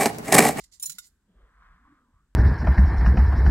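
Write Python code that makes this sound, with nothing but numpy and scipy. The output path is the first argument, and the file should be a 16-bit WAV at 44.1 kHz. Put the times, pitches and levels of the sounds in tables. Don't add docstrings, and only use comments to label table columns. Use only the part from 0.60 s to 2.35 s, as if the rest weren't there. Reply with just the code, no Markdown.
import sys
import numpy as np
from scipy import signal
from scipy.fft import rfft, irfft
from scipy.io import wavfile

SR = 44100
rng = np.random.default_rng(int(sys.argv[2]) if len(sys.argv) > 2 else 0)


def bounce(signal):
    frames = np.transpose(np.atleast_2d(signal))
    limited = np.clip(frames, -1, 1)
    pcm = np.round(limited * 32767).astype(np.int16)
    wavfile.write(sys.argv[1], SR, pcm)


N = 77175

# pitch_hz, level_db, t60_s, balance_db
HELD_LOOP_TONES = [(3990, -9.5, 0.18, -0.5), (5640, -7.5, 0.17, -7.5), (6960, -7.5, 0.14, -10.5),
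                   (7470, -1, 0.0598, -10), (7530, 5.5, 0.0645, -9), (7620, -8, .08, -12.5),
                   (9243, -2, .12, -7.5), (9545, 2.5, 0.13, -6.5), (9400, -6, .08, -8),
                   (11550, -6, 0.035, -2), (12500, -9.5, .1, -4.5), (13880, -4.5, .08, 0),
                   (13960, -12.5, 0.039, 5), (15675, -7, .13, 7.5)]
SWINGING_LOOP_TONES = [(4114, -15.5, .13, -7), (5820, -1, 0.042, -12), (6950, -12.5, .07, -11.5),
                       (6990, 4.5, .075, -13), (9170, -10, 0.0992, -6), (9800, -1, .065, 3.5),
                       (9910, -6.5, 0.091, 0), (9960, -9, .07, -1), (10330, -15, .09, 0),
                       (12672, -8, 0.14, -10.5), (13690, -17.5, .08, -4.5), (13880, -10, .1, 2.5),
                       (15740, -10, .13, 2)]
SHANK_TONES = [(3840, -17.5, 0.047, 2), (6925, -2, 0.074, -10), (7200, -8, .04, -11.5),
               (9230, -6.5, 0.12, -4.5), (9530, -3, 0.021, -3), (10200, 5, 0.013, 2),
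               (13690, -14.5, .07, -2), (13910, -13, .06, -3)]
RULER_TONES = [(1420, -2.5, 0.037, 2.5), (2122, -8.5, 0.043, 1), (2690, -7.5, 0.031, 1),
               (3686, 4.5, .04, -1), (4437, -8, 0.055, -2), (4820, -7, 0.037, -4.5), (5620, -4, 0.064, -15),
               (7020, -7, 0.15, -6.5), (7200, -4.5, 0.065, -11.5), (7280, -1, 0.083, -9.5),
               (7780, -1, .055, -13.5), (8570, -11, .07, -11), (9680, 2, .045, -10),
               (11350, 7.5, 0.044, -4), (14100, -9, .09, 2.5)]
SCRAPE_TONES = [(2030, -10.5, .05, 7.5), (2800, -11.5, .05, -3.5), (3620, -4, .06, -3),
                (4344, 0, 0.036, -0.5), (4500, 2, .045, -7.5), (5020, -1.5, 0.066, -7.5),
                (5765, -6, 0.055, -15), (6500, -3.5, .05, -9.5), (6953, -2, .05, -6.5),
                (7080, 0.5, 0.12, -8), (7520, -2.5, 0.0506, -10.5), (7872, -6.5, .05, -7),
                (8500, -3.5, .05, -8), (11505, -10, 0.054, -2)]
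# start_s, held_loop_db, swinging_loop_db, shank_db, ruler_db, crack_db,
# ring_length_share, ring_brightness_db_per_octave, crack_brightness_db_per_octave
CONTACTS = [(0.1975, -75, -77, -37, -71.5, -41.5, 1.0, 2, 0.5),
            (0.2204, -50.5, -62, -48, -68.5, -43.5, 0.93, 0.5, -3),
            (0.2252, -31, -61.5, -48, -57, -27.5, 0.87, 3.5, 6.5),
            (0.2338, -47.5, -42.5, -46, -69, -41, 0.37, 2.5, -7.5),
            (0.255, -50.5, -43, -58, -66, -33.5, .7, 0, 3.5),
            (0.2575, -50.5, -28, -50, -69.5, -39.5, .85, 1.5, 8.5),
            (0.269, -60, -44, -43, -68.5, -41.5, .7, 8, -2.5),
            (0.2953, -53, -35.5, -48, -53, -26.5, .7, -3, 1.5),
            (0.3005, -78, -69, -71, -57.5, -57.5, 0.21, 1, -10.5),
            (0.3174, -53, -53, -43, -67.5, -36, 0.69, -0.5, -0.5),
            (0.3838, -82, -81, -64, -41, -33, 0.96, -1, 0.5)]
# pitch_hz, level_db
CRACK_COLOUR = [(20, -110), (250, -47.5), (550, -33.5), (1000, -20.5), (2000, -15), (3000, -7),
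                (4700, -3.5), (7500, 3.5), (8600, -3.5), (9600, 0), (12000, -2.5), (14500, -10),
                (16500, -16.5)]
# start_s, attack_s, release_s (fall of 60 dB), level_db, brightness_db_per_octave
SCRAPES = [(-.01, 0.0083, 0.23, -52.5, -2.5), (0.037, 0.0037, 0.055, -50.5, 0),
           (0.113, .014, 0.061, -55, -0.5), (0.131, 0.0062, 0.18, -53, -1), (0.326, 0.033, 0.12, -57.5, -5),
           (0.404, 0.041, .13, -55, -2), (.445, 0.028, 0.053, -57.5, 13)]
# pitch_hz, level_db
SCRAPE_COLOUR = [(20, -100), (400, -31.5), (1400, -24.5), (1750, -29), (2030, -4.5), (2300, -20.5),
                 (3300, -10.5), (4000, -4), (4400, -3.5), (4750, -7), (6000, -1.5), (7200, -0.5),
                 (8500, -5.5), (11500, -8.5), (16000, -23.5)]
# pitch_hz, balance_db
STEEL_BALANCE = [(1000, 1), (2100, 0), (2800, 1.5), (4500, -9), (6200, -10), (8300, -11.5), (9800, -2.5),
                 (12000, -0.5), (14500, 0)]
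# time_s, level_db
RUSTLE_LEVEL = [(.7, -97.5), (.77, -73.5), (.88, -69), (.96, -66), (1.0, -63.5), (1.03, -58.5),
                (1.12, -61.5), (1.21, -67), (1.29, -65), (1.38, -68), (1.43, -81.5), (1.5, -86),
                (1.57, -76), (1.68, -94)]
# pitch_hz, level_db
RUSTLE_COLOUR = [(400, -38), (720, -14), (880, -15), (1030, -3), (1260, -1), (1420, -4), (1600, -3),
                 (2000, -10.5), (2350, -17.5), (2750, -26), (3400, -25), (4400, -31.5), (6000, -37)]
# time_s, pitch_hz, level_db
SWISH = [(.75, 1000, -93.5), (.9, 1051, -76.5), (1.05, 1170, -72.5), (1.22, 1150, -79.5), (1.26, 1066, -63),
         (1.3, 1172, -68.5), (1.43, 1209, -71), (1.49, 981.5, -78), (1.53, 1051, -75.5), (1.57, 1107, -73),
         (1.62, 1304, -74), (1.68, 1355, -95.5)]
# time_s, level_db
BRUSH_LEVEL = [(.64, -100), (.68, -77.5), (.75, -73.5), (.81, -70), (.88, -73.5), (.95, -86.5), (1.1, -83),
               (1.25, -96), (1.35, -83), (1.47, -83.5), (1.6, -94)]
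# pitch_hz, level_db
BRUSH_COLOUR = [(100, -15), (250, -5), (470, 6.5), (620, 0.5), (800, -6.5), (1100, -11.5), (1650, -14),
                (2500, -21.5), (3200, -9.5), (6000, -43.5)]
# time_s, pitch_hz, level_db
RUB = [(0, 168.1, -84.5), (.24, 150.3, -77), (.29, 150.6, -68), (.36, 185.2, -66), (.42, 229.7, -86.5),
       (.62, 190.5, -86), (.7, 179.7, -68.5), (.8, 184.9, -71), (.88, 160.1, -104), (1.02, 179.7, -74),
       (1.13, 169.7, -72.5), (1.23, 238.1, -67.5), (1.33, 290.8, -65), (1.41, 260.4, -77),
       (1.5, 229.7, -72.5), (1.58, 169.8, -75.5), (1.72, 160, -90.5)]
# start_s, pitch_hz, level_db, t60_s
BUMPS = [(0.828, 52.7, -51.5, .2), (1.117, 136, -59, 0.15), (1.309, 132.5, -58.5, .14),
         (1.54, 75.8, -48.5, 0.1)]
# time_s, level_db
RUMBLE_LEVEL = [(0.0, -59.5), (0.072, -58), (0.146, -80), (0.184, -69), (0.516, -80), (0.544, -62),
                (0.666, -87), (0.764, -59.5), (1.038, -64.5), (1.066, -55.5), (1.272, -62), (1.456, -88),
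                (1.554, -55.5), (1.676, -82), (1.706, -68), (1.75, -67)]
# pitch_hz, level_db
FLOOR_COLOUR = [(15, -32), (25, -1), (64, -3), (108, -8.5), (157, -11), (229, -10.5), (607, -31),
                (1440, -25), (1560, -20.5), (2160, -34), (5880, -39), (8360, -33), (9570, -46),
                (11000, -41), (16000, -49)]
# pitch_hz, side_minus_mid_db
FLOOR_SIDE = [(60, -19.5), (110, -20), (200, -19), (380, -9), (700, 2.5), (1290, -18), (2380, -1),
              (4400, 0), (8120, -1), (15000, 2)]

RING_RISE_S, CRACK_RISE_S, CRACK_T60_S = 0.00091, 0.002, 0.046
PITCH_SCATTER = 0.0017
TWIN_SPLIT, TWIN_DB = 0.007, -5.5
MIC_PHASE_TURNS, MIC_PHASE_HZ = (-0.324, 0.243), 8000
SCRAPE_GRAINS_PER_S, SCRAPE_SCATTER_DB, SCRAPE_RING_DB = 3100, 0.5, -2
RUSTLE_GRAINS_PER_S, RUSTLE_SCATTER_DB = 12000, 2
STEEL_LIKENESS, RUSTLE_LIKENESS = 0.4, 0.9
SWISH_WIDTH_HZ, RUB_WIDTH_HZ = 230, 61
RUMBLE_HZ, RUMBLE_WIDTH_HZ = 47.3, 18
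FLOOR_DB = -73
BOOTH_DB, BOOTH_T60_S, ROOM_DB, ROOM_T60_S = -7.5, 0.07, -23, 0.43
STEEL_LEAD_S, HAND_LEAD_S = 0.00013, 0.00009
TOP_HZ = 15850


def undb(db):
    return 10 ** (np.asarray(db) / 20)


def unit(x):
    return x / np.sqrt(np.mean(x ** 2) + 1e-30)


def clock():
    return np.arange(N) / SR


def bins():
    return np.fft.rfftfreq(N, 1 / SR)


def curve(rows, axis=1):
    rows = np.array(rows)
    return np.interp(clock(), rows[:, 0], rows[:, axis])


def on_bins(points):
    hz, db = np.array(points).T
    return np.interp(np.log(bins() + 1), np.log(hz), db)


def colour(x, points, tilt_db=0):
    octaves = np.log2(bins() + 1)
    return unit(irfft(rfft(x) * undb(on_bins(points) + tilt_db * octaves), N))


def sides(db):
    gains = undb(np.array([[.5], [-.5]]) * db)
    return gains / np.sqrt(np.mean(gains ** 2, axis=0))


def spread(likeness):
    shared = rng.standard_normal(N)
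    separate = rng.standard_normal((2, N))
    return np.sqrt(likeness) * shared + np.sqrt(1 - likeness) * separate


def grains(rate, scatter_db, likeness):
    noise = spread(likeness)
    happens = rng.random(N) < rate / SR
    return noise * happens * undb(scatter_db * rng.standard_normal(N))


def stroke(start, attack, release):
    age = clock() - start
    return np.clip(age / attack, 0, 1) * 1000 ** (-np.maximum(age - attack, 0) / release)


def blow(start, rise, t60):
    age = np.maximum(clock() - start, 0)
    return (1 - np.exp(-age / rise)) * np.exp(-np.log(1000) * age / t60)


def resonance(hz, width_hz):
    noise = rng.standard_normal(N) + 1j * rng.standard_normal(N)
    offset_hz = np.fft.fftfreq(N, 1 / SR)
    slow = np.fft.ifft(np.fft.fft(noise) / (1 + (2 * offset_hz / width_hz) ** 2))
    turns = np.cumsum(hz * np.ones(N)) / SR
    return unit(np.real(slow * np.exp(2j * np.pi * turns)))


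def left_first(x, lead_s):
    delays_s = np.array([[0], [lead_s]])
    return irfft(rfft(x) * np.exp(-2j * np.pi * bins() * delays_s), N)


def room_noise():
    mid, side = colour(rng.standard_normal((2, N)), FLOOR_COLOUR)
    side = irfft(rfft(side) * undb(on_bins(FLOOR_SIDE)), N)
    return undb(FLOOR_DB) * (mid + np.array([[1], [-1]]) * side)


def rumble():
    return resonance(RUMBLE_HZ, RUMBLE_WIDTH_HZ) * undb(curve(RUMBLE_LEVEL))


def bumps():
    out = 0
    for start, hz, db, t60 in BUMPS:
        tone = np.sin(2 * np.pi * hz * (clock() - start))
        out = out - undb(db) * blow(start, 0.0022, t60) * tone
    return out


def rub():
    return resonance(curve(RUB), RUB_WIDTH_HZ) * undb(curve(RUB, axis=2))


def brush():
    return undb(curve(BRUSH_LEVEL)) * colour(spread(RUSTLE_LIKENESS), BRUSH_COLOUR)


def swish():
    return resonance(curve(SWISH), SWISH_WIDTH_HZ) * undb(curve(SWISH, axis=2))


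def rustle():
    slips = grains(RUSTLE_GRAINS_PER_S, RUSTLE_SCATTER_DB, RUSTLE_LIKENESS)
    band = list(RUSTLE_COLOUR) + [(RUSTLE_COLOUR[-1][0] * 2, -55)]
    return colour(slips, band) * undb(curve(RUSTLE_LEVEL))


def hand():
    return rustle() + brush() + rub() + rumble() + bumps() + swish()


def echoes(x, t60, db):
    tail = rng.standard_normal((2, N)) * blow(.001, 0.00066, t60)
    return undb(db) * signal.fftconvolve(x, unit(tail) / np.sqrt(N), axes=1)[:, :N]


def off_centre(x):
    return irfft(rfft(x) * sides(on_bins(STEEL_BALANCE)), N)


def ring(tones, start, length, tilt_db, size=8192):
    hz, db, t60, balance_db = np.array(tones).T
    age = np.arange(size) / SR
    hz = hz * (1 + PITCH_SCATTER * rng.uniform(-1, 1, len(hz)))
    gains = sides(balance_db) * undb(db + tilt_db * np.log2(hz / np.median(hz)))
    decay = np.exp(-np.log(1000) * age / (t60[:, None] * length))
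    fade = decay * (1 - np.exp(-age / RING_RISE_S))
    split = TWIN_SPLIT * rng.choice([-1, 1], len(hz)) * rng.uniform(0.56, 1, len(hz))
    sound = 0
    for pitch, strength in ((hz, 1), (hz * (1 + split), undb(TWIN_DB))):
        start_turns = rng.random(len(hz))
        mic_turns = hz / MIC_PHASE_HZ * rng.uniform(*MIC_PHASE_TURNS, (2, len(hz)))
        phases = np.exp(2j * np.pi * (start_turns + mic_turns))
        waves = fade * np.exp(2j * np.pi * pitch[:, None] * age)
        sound = sound + strength * np.imag((gains * phases) @ waves)
    return np.pad(sound, ((0, 0), (int(start * SR), N)))[:, :N]


def scrapes():
    slips = grains(SCRAPE_GRAINS_PER_S, SCRAPE_SCATTER_DB, STEEL_LIKENESS)
    hiss = off_centre(colour(slips, SCRAPE_COLOUR))
    ringing = unit(irfft(rfft(slips) * rfft(ring(SCRAPE_TONES, 0, 0.89, 0)), N))
    steel = rfft(hiss + undb(SCRAPE_RING_DB) * ringing)
    octaves = np.log2(bins() + 1)
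    out = 0
    for start, attack, release, db, tilt_db in SCRAPES:
        slide = unit(irfft(steel * undb(tilt_db * octaves), N))
        out = out + undb(db) * stroke(start, attack, release) * slide
    return out


def clinks():
    out = 0
    noise = off_centre(spread(STEEL_LIKENESS))
    for start, held_db, swinging_db, shank_db, ruler_db, crack_db, length, tilt_db, crack_tilt_db in CONTACTS:
        crack = colour(noise, CRACK_COLOUR, crack_tilt_db) * blow(start, CRACK_RISE_S, CRACK_T60_S)
        out = out + undb(crack_db) * crack
        pieces = ((HELD_LOOP_TONES, held_db), (SWINGING_LOOP_TONES, swinging_db),
                  (SHANK_TONES, shank_db), (RULER_TONES, ruler_db))
        for tones, db in pieces:
            out = out + undb(db) * ring(tones, start, length, tilt_db)
    return out


def scene():
    steel = left_first(clinks() + scrapes(), STEEL_LEAD_S)
    booth = echoes(steel, BOOTH_T60_S, BOOTH_DB)
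    room = echoes(steel, ROOM_T60_S, ROOM_DB)
    return steel + booth + room + left_first(hand(), HAND_LEAD_S) + room_noise()


def record(dry):
    top_cut = signal.ellip(10, .2, 80, TOP_HZ, fs=SR, output="sos")
    return signal.sosfilt(top_cut, dry)


dry = scene()
out = record(dry)
bounce(out)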